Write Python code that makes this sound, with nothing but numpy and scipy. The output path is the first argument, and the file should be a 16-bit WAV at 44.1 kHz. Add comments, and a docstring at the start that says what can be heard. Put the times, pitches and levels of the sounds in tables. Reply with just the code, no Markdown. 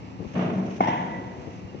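"""On the deck of a steel work vessel at sea, stereo microphone in the open: an engine drones, wind buffets
the microphone and water washes along the side. Small dull knocks sound close on the left, then a heavy
boom rolls through the hull and loose fittings clack. At 0.8 s steel strikes steel nearby, rebounds and
rings out. Rubbing metal squeaks thinly and the small knocks return as the ring dies away."""
import sys
import numpy as np
from scipy import signal
from scipy.fft import rfft, irfft
from scipy.io import wavfile

SR = 44100
rng = np.random.default_rng(int(sys.argv[2]) if len(sys.argv) > 2 else 0)


def wrap_up_sound(samples):
    """Save the sound to the file named by the first command line argument, as 16-bit audio."""
    columns = np.atleast_2d(samples).T
    # keep every value between -1 and 1, then stretch to whole-number steps
    tamed = np.clip(columns, -1, 1)
    steps = np.round(tamed * 32767).astype(np.int16)
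    wavfile.write(sys.argv[1], SR, steps)


N = 79380
CONTACT_S = .0016  # rise of a hard metal contact

# Balance at the microphone: frequency_hz, left_minus_right_db
MIC_BALANCE = [(60, 5), (170, 1), (500, 0), (850, 4.5), (1150, -3), (1450, -2.5), (2500, -5), (4200, -2),
               (7000, -2)]
# Stereo width of the sounding metal: frequency_hz, side_to_mid_ratio
METAL_WIDTH = [(60, 0.27), (180, 0.17), (400, .35), (900, 1), (2000, 0.53), (4000, 0.8), (7000, 0.99)]


def undb(db):
    return 10 ** (np.asarray(db) / 20)


def at(points, hz):
    """Read a table on a log-frequency axis."""
    p = np.array(points, float)
    return np.interp(np.log(np.maximum(hz, 1)), np.log(p[:, 0]), p[:, 1])


def unit_rms(x):
    return x / np.sqrt(np.mean(x ** 2))


def since(start):
    """Seconds since a moment, zero before it."""
    return np.maximum(np.arange(N) / SR - start, 0)


def fade(age, t60):
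    return np.exp(-np.log(1000) * age / t60)


def rise(age, length):
    return np.sin(np.pi / 2 * np.minimum(age / length, 1))


def pan(left_db):
    return undb(np.array([[.5], [-.5]]) * left_db)


def freqs():
    return np.arange(N // 2 + 1) * SR / N


def wander(rate_hz):
    """Smooth random motion of unit RMS."""
    return unit_rms(irfft(rfft(rng.standard_normal(N)) * np.exp(-(freqs() / rate_hz) ** 2), N))


def wavering_tone(hz, depth, rate_hz):
    """A sine whose pitch strays by the fraction `depth`."""
    return np.sin(2 * np.pi * np.cumsum(hz * (1 + depth * wander(rate_hz))) / SR)


def noise(colour, width):
    """Coloured stereo noise of unit RMS; width rows are frequency_hz, side_to_mid_ratio."""
    mid, side = rfft(rng.standard_normal((2, N)))
    stereo = mid + at(width, freqs()) * side * np.array([[1], [-1]])
    return unit_rms(irfft(stereo * undb(at(colour, freqs())), N))


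def microphone(x, lag_above_hz=520):
    """Each band has its own left-right balance, and the treble reaches the right side 0.5 ms late."""
    f = freqs()
    lag_s = .0005 * (1 - 1 / (1 + (f / lag_above_hz) ** 4))
    delay = np.exp(-2j * np.pi * f * lag_s * np.array([[0], [1]]))
    return irfft(rfft(x) * pan(at(MIC_BALANCE, f)) * delay, N)


def low_cut(x, hz):
    """Small objects radiate little bass."""
    return signal.sosfilt(signal.butter(2, hz, "high", fs=SR, output="sos"), x)


def ring(modes, start, ratio=1):
    """Damped modes set off at one moment."""
    age = since(start)
    partials = (undb(db) * fade(age, t60) * np.sin(2 * np.pi * hz * ratio * age) for hz, db, t60 in modes)
    return rise(age, 2 / SR) * sum(partials)


def long_ring(modes, blows):
    """Lasting modes gather the energy of every blow (start_s, level_db, build_s), then die away."""
    feed = sum(undb(db) ** 2 * np.diff(rise(since(s), build) ** 2, prepend=0) for s, db, build in blows)
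    out = 0
    for hz, db, t60 in modes:
        energy = signal.lfilter([1], [1, -fade(1 / SR, t60) ** 2], feed)
        out += undb(db) * np.sqrt(np.abs(energy)) * np.sin(2 * np.pi * (hz * since(0) + rng.random()))
    return out


def dense_ring(colour, t60s, blows):
    """Countless plate modes: half-octave noise bands that each blow builds up, each with its own decay."""
    spectrum = rfft(noise(colour, METAL_WIDTH)) / np.sqrt(1 + (freqs() / 6800) ** 30)
    bin_octave = np.log2(np.clip(freqs(), 50, 6400) / 50)
    out = 0
    for octave in np.arange(15) / 2:
        band = irfft(spectrum * np.maximum(1 - 2 * abs(bin_octave - octave), 0), N)
        t60 = at(t60s, 50 * 2 ** octave)
        power = 0
        for start, db, build, tilt in blows:
            gain = undb(db + tilt * max(octave - 2, 0))  # tilted above 200 Hz
            power += (gain * rise(since(start), build) * fade(since(start), t60)) ** 2
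        out += np.sqrt(power) * band
    return out


def sea_rush():
    """Machinery and sea merge into a steady rush around the deck."""
    # Spectrum of the rush: frequency_hz, density_db
    colour = [(15, -58.5), (25, -32), (103, -2), (161, -8.5), (191, -9.5), (294, -3), (323, -5), (441, -9),
              (631, -16), (882, -14), (1070, -18), (1260, -18.5), (1490, -26.5), (2140, -23), (2350, -25),
              (2710, -22), (3290, -33), (5700, -34), (7590, -44.5), (9870, -115.5), (16700, -120)]
    width = [(60, .67), (180, .74), (500, .55), (2000, .55), (6000, .6)]
    return microphone(undb(-44 + .5 * wander(6.3)) * noise(colour, width), lag_above_hz=750)


def water():
    """Water washes along the side in soft swells of flickering spray."""
    # Washes: crest_s, half_width_s, level_db
    washes = [(0.379, 0.13, -53.5), (.73, 0.17, -50), (1.49, 0.16, -56.5)]
    # Hiss of spray: frequency_hz, density_db
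    colour = [(800, -1), (2500, 10.5), (4500, -7.5), (6200, 3.5), (7200, -14.5), (8500, -28), (15000, -41)]
    swells = sum(undb(db) * np.exp(-((since(0) - crest) / half) ** 2) for crest, half, db in washes)
    return swells * undb(2.2 * wander(66)) * noise(colour, width=[(1000, .93)])


def wind():
    """Gusts buffet the microphone, harder on the left."""
    # Wind rumble: frequency_hz, density_db
    colour = [(20, -36.5), (45, -9), (80, 5), (130, 16), (300, 10), (1000, -54)]
    return undb(-46 + wander(11)) * pan(left_db=5.5) * noise(colour, width=[(100, .43)])


def engine(flutter_db=2):
    """The engine drones on low tones that waver in pitch and strength."""
    # Engine tones: pitch_hz, level_db
    tones = [(76, -57), (110, -50), (146, -59), (184, -45.5), (262, -50)]
    return sum(undb(db + flutter_db * wander(3.7)) * wavering_tone(hz, .014, 13) for hz, db in tones)


def dull_knocks():
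    """Soft knocks on something well damped, close to the left of the microphone."""
    # Knocks: start_s, level_db, pitch_ratio
    taps = [(0.193, -27, 0.94), (.203, -21.5, 0.87), (0.223, -26, 1.1), (.247, -25, 1.16),
            (0.265, -23, 0.38), (1.385, -29, 0.67), (1.472, -23, 0.85), (1.481, -24.5, 0.86),
            (1.646, -27.5, 0.5), (1.746, -24.5, 1.027)]
    # Modes of the damped object: pitch_hz, level_db, t60_s
    modes = [(116, -10.5, 0.083), (192, -5, 0.069), (321, 4, 0.019), (486, -13, 0.056), (844, -18, 0.025)]
    knocks = sum(undb(db) * rise(since(s), .004) * ring(modes, s, ratio) for s, db, ratio in taps)
    return pan(left_db=13) * low_cut(knocks, 90)


def squeaks(flutter_db=1.2):
    """Rubbing metal sings up on one thin note and rings away."""
    # Squeaks: start_s, build_s, t60_s, pitch_hz, level_db
    notes = [(1.106, 0.035, 0.7, 1965, -41.5), (1.677, 0.023, 0.11, 2790, -56)]
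    out = 0
    for start, build, t60, hz, db in notes:
        envelope = rise(since(start), build) * fade(since(start + build), t60)
        out += envelope * undb(db + flutter_db * wander(30)) * wavering_tone(hz, .0012, 86)
    return microphone(out)


def hull_thuds():
    """Heavy thuds spread through the plating, juddering, and set the hull's modes ringing."""
    # Blows to the hull: start_s, level_db, build_s, tilt_db_per_octave
    thuds = [(0.341, -33, 0.0049, -5), (0.35, -30, 0.0036, -0.5), (.366, -32, 0.066, 1.1),
             (0.392, -37, 0.00098, 0.6), (0.457, -28.5, 0.0094, -1.86), (0.546, -40.5, 0.016, -14.5)]
    # Spectrum of the plating: frequency_hz, density_db
    colour = [(45, -41), (80, -17.5), (120, -6), (180, -7.5), (240, -1.5), (300, -9.5), (400, -9.5),
              (530, -14.5), (680, -5.5), (830, -15), (1100, -16.5), (1600, -20.5), (2800, -25.5),
              (4400, -43), (6000, -45), (7000, -52)]
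    # Decay of the plating: frequency_hz, t60_s
    decay = [(80, 1.5), (200, 2.3), (600, 1.5), (1500, 1.01), (3000, 0.94), (7000, 0.3)]
    # Hull modes: pitch_hz, level_db, t60_s
    modes = [(117.5, -9.5, 3.5), (148, -6.5, 2), (238.2, 0.5, 1.3), (322.6, -5.5, 2.5), (376, -7.5, 2.3),
             (433.4, -8.5, 2.3), (464, -14.5, 0.98), (566, -9.5, 0.94), (648, -8, 1), (705, -11, 0.85)]
    plating = dense_ring(colour, decay, thuds) * undb(wander(78))
    first_db = thuds[0][1]
    blows = [(start, db - first_db, build) for start, db, build, _ in thuds]
    return plating + undb(-38) * long_ring(modes, blows)


def hull_boom(flutter_db=1.4):
    """The plating swells on a deep, unsteady note."""
    # Swells: start_s, level_db, pitch_hz, build_s, t60_s
    swells = [(0.353, -15.5, 182, 0.07, 0.48), (0.523, -20, 191, 0.073, 0.94)]
    out = 0
    for start, db, hz, build, t60 in swells:
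        envelope = rise(since(start), build) * fade(since(start), t60)
        out += envelope * undb(db + flutter_db * wander(25)) * wavering_tone(hz, .011, 21)
    return out


def loose_fittings():
    """Loose fittings clack as the hull shakes."""
    # Clacks: start_s, level_db
    clacks = [(.352, -32), (.357, -30), (.3915, -25), (.414, -31), (.433, -29), (.444, -33), (.462, -30),
              (.501, -29)]
    # Spectrum of a clack: frequency_hz, density_db
    colour = [(200, -22), (450, 5.5), (700, -2), (1300, -7.5), (1800, -17.5), (3000, -17.5), (4300, -42.5),
              (7000, -64.5), (9000, -84)]
    envelope = sum(undb(db) * rise(since(s), CONTACT_S) * fade(since(s), t60=.04) for s, db in clacks)
    return envelope * noise(colour, METAL_WIDTH)


def steel_strike():
    """Steel hits and rebounds nearby; each contact knocks, pings, thumps, rattles and feeds the ring."""
    # Contacts: start_s, knock_db, thump_db, ring_db, rattle_db, ping_db, ping_hz
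    strikes = [(.8047, -4, 0, -12, -36, -29, 2200), (.8074, 2.5, -15, -3, -30, -29, 2170),
               (.8255, -20, -8, -16, -33, -42, 2100), (.8365, -15, -22, -13, -30, -40, 2050),
               (.8435, -18, -12, -13, -29, -33, 2200), (.8555, -24, -12, -20, -35, -35, 1950),
               (.872, -11, -20, -5, -26, -38, 2100), (.875, -15, -26, -8, -32, -23, 1965),
               (.8835, -7, -6, -4, -25, -35, 2100), (.902, -12, -18, -12, -30, -31, 1920),
               (.938, -19, -16, -16, -32, -37, 2050), (.974, -26, -20, -17, -36, -32, 2010)]
    # Knock at the point of contact: pitch_hz, level_db, t60_s
    knock_modes = [(690, -3, .011), (800, -2.5, .012)]
    # Dull thump of the plate beneath: pitch_hz, level_db, t60_s
    thump_modes = [(232, -11, .026), (285, -9, .024)]
    # Long modes of the steelwork: pitch_hz, level_db, t60_s
    steel_modes = [(147.6, -2.5, 0.87), (186.8, -5.5, 3.04), (239.2, -4, 0.62), (326, -9, 2),
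                   (377, -16, 4.8), (494.4, -12, 4.04), (675, -12.5, 2.2), (720.5, -2.5, 1.22),
                   (735, -3.5, 1.2), (795, 1.5, 0.34), (904, 7, 0.84), (947, 0, 1.0), (988, 5, 0.81),
                   (1466, -12.5, 1.2), (1710, -13, 1.1), (1820, -16, 0.71), (1966, -14, 2.1),
                   (2068, -13.5, 0.53), (2160, -14.5, 0.54)]
    # Spectrum of the clang: frequency_hz, density_db
    clang_colour = [(35, -50), (60, -23.5), (93, 1.5), (141, 3), (242, 3), (333, -3), (450, -14),
                    (593, -3.5), (800, -6.5), (940, 1.5), (1100, -11), (1290, -17), (2000, -7), (2250, -13),
                    (3220, -16.5), (4430, -41.5), (5970, -36.5), (7000, -37.5), (9100, -91), (15400, -120)]
    # Decay of the clang: frequency_hz, t60_s
    clang_decay = [(80, 0.35), (250, 1.98), (500, 2.87), (900, 1.47), (2000, 1.37), (3200, 1), (7000, 2.5)]
    # Rattle of loose steel: frequency_hz, density_db
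    rattle_colour = [(100, -25.5), (250, -16.5), (500, -20.5), (850, 8.5), (1500, -30.5), (2100, -18),
                     (3000, -15), (4400, -35.5), (5700, -21.5), (7000, -58.5), (9000, -46.5)]
    contacts, rattle_envelope, blows = 0, 0, []
    for start, knock_db, thump_db, ring_db, rattle_db, ping_db, ping_hz in strikes:
        age = since(start)
        knock = undb(knock_db) * ring(knock_modes, start)
        ping = ring([(ping_hz, ping_db, .04)], start)
        thump = undb(thump_db) * rise(age, .0045) ** 2 * ring(thump_modes, start)
        contacts += low_cut(rise(age, CONTACT_S) ** 2 * (knock + ping), 520) + thump
        rattle_envelope += undb(rattle_db) * rise(age, .0003) * fade(age, t60=.055)
        blows.append((start, ring_db, .0025))
    clang = undb(-28.5) * dense_ring(clang_colour, clang_decay, [(*blow, 0) for blow in blows])
    tones = low_cut(contacts + undb(-32) * long_ring(steel_modes, blows), 116)
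    rattle = rattle_envelope * noise(rattle_colour, METAL_WIDTH)
    low_pass = signal.butter(6, 7200, fs=SR, output="sos")
    return microphone(signal.sosfilt(low_pass, clang + tones + rattle))


def scene():
    """Hull, steelwork and open sea from one spot on deck."""
    hull = microphone(hull_thuds() + hull_boom() + loose_fittings(), lag_above_hz=1270)
    return hull + steel_strike() + squeaks() + dull_knocks() + engine() + sea_rush() + water() + wind()


def record(dry):
    """The microphone chain cuts off steeply above 15.4 kHz."""
    return signal.sosfilt(signal.ellip(8, .2, 70, 15400, fs=SR, output="sos"), dry)


dry = scene()
out = record(dry)
wrap_up_sound(out)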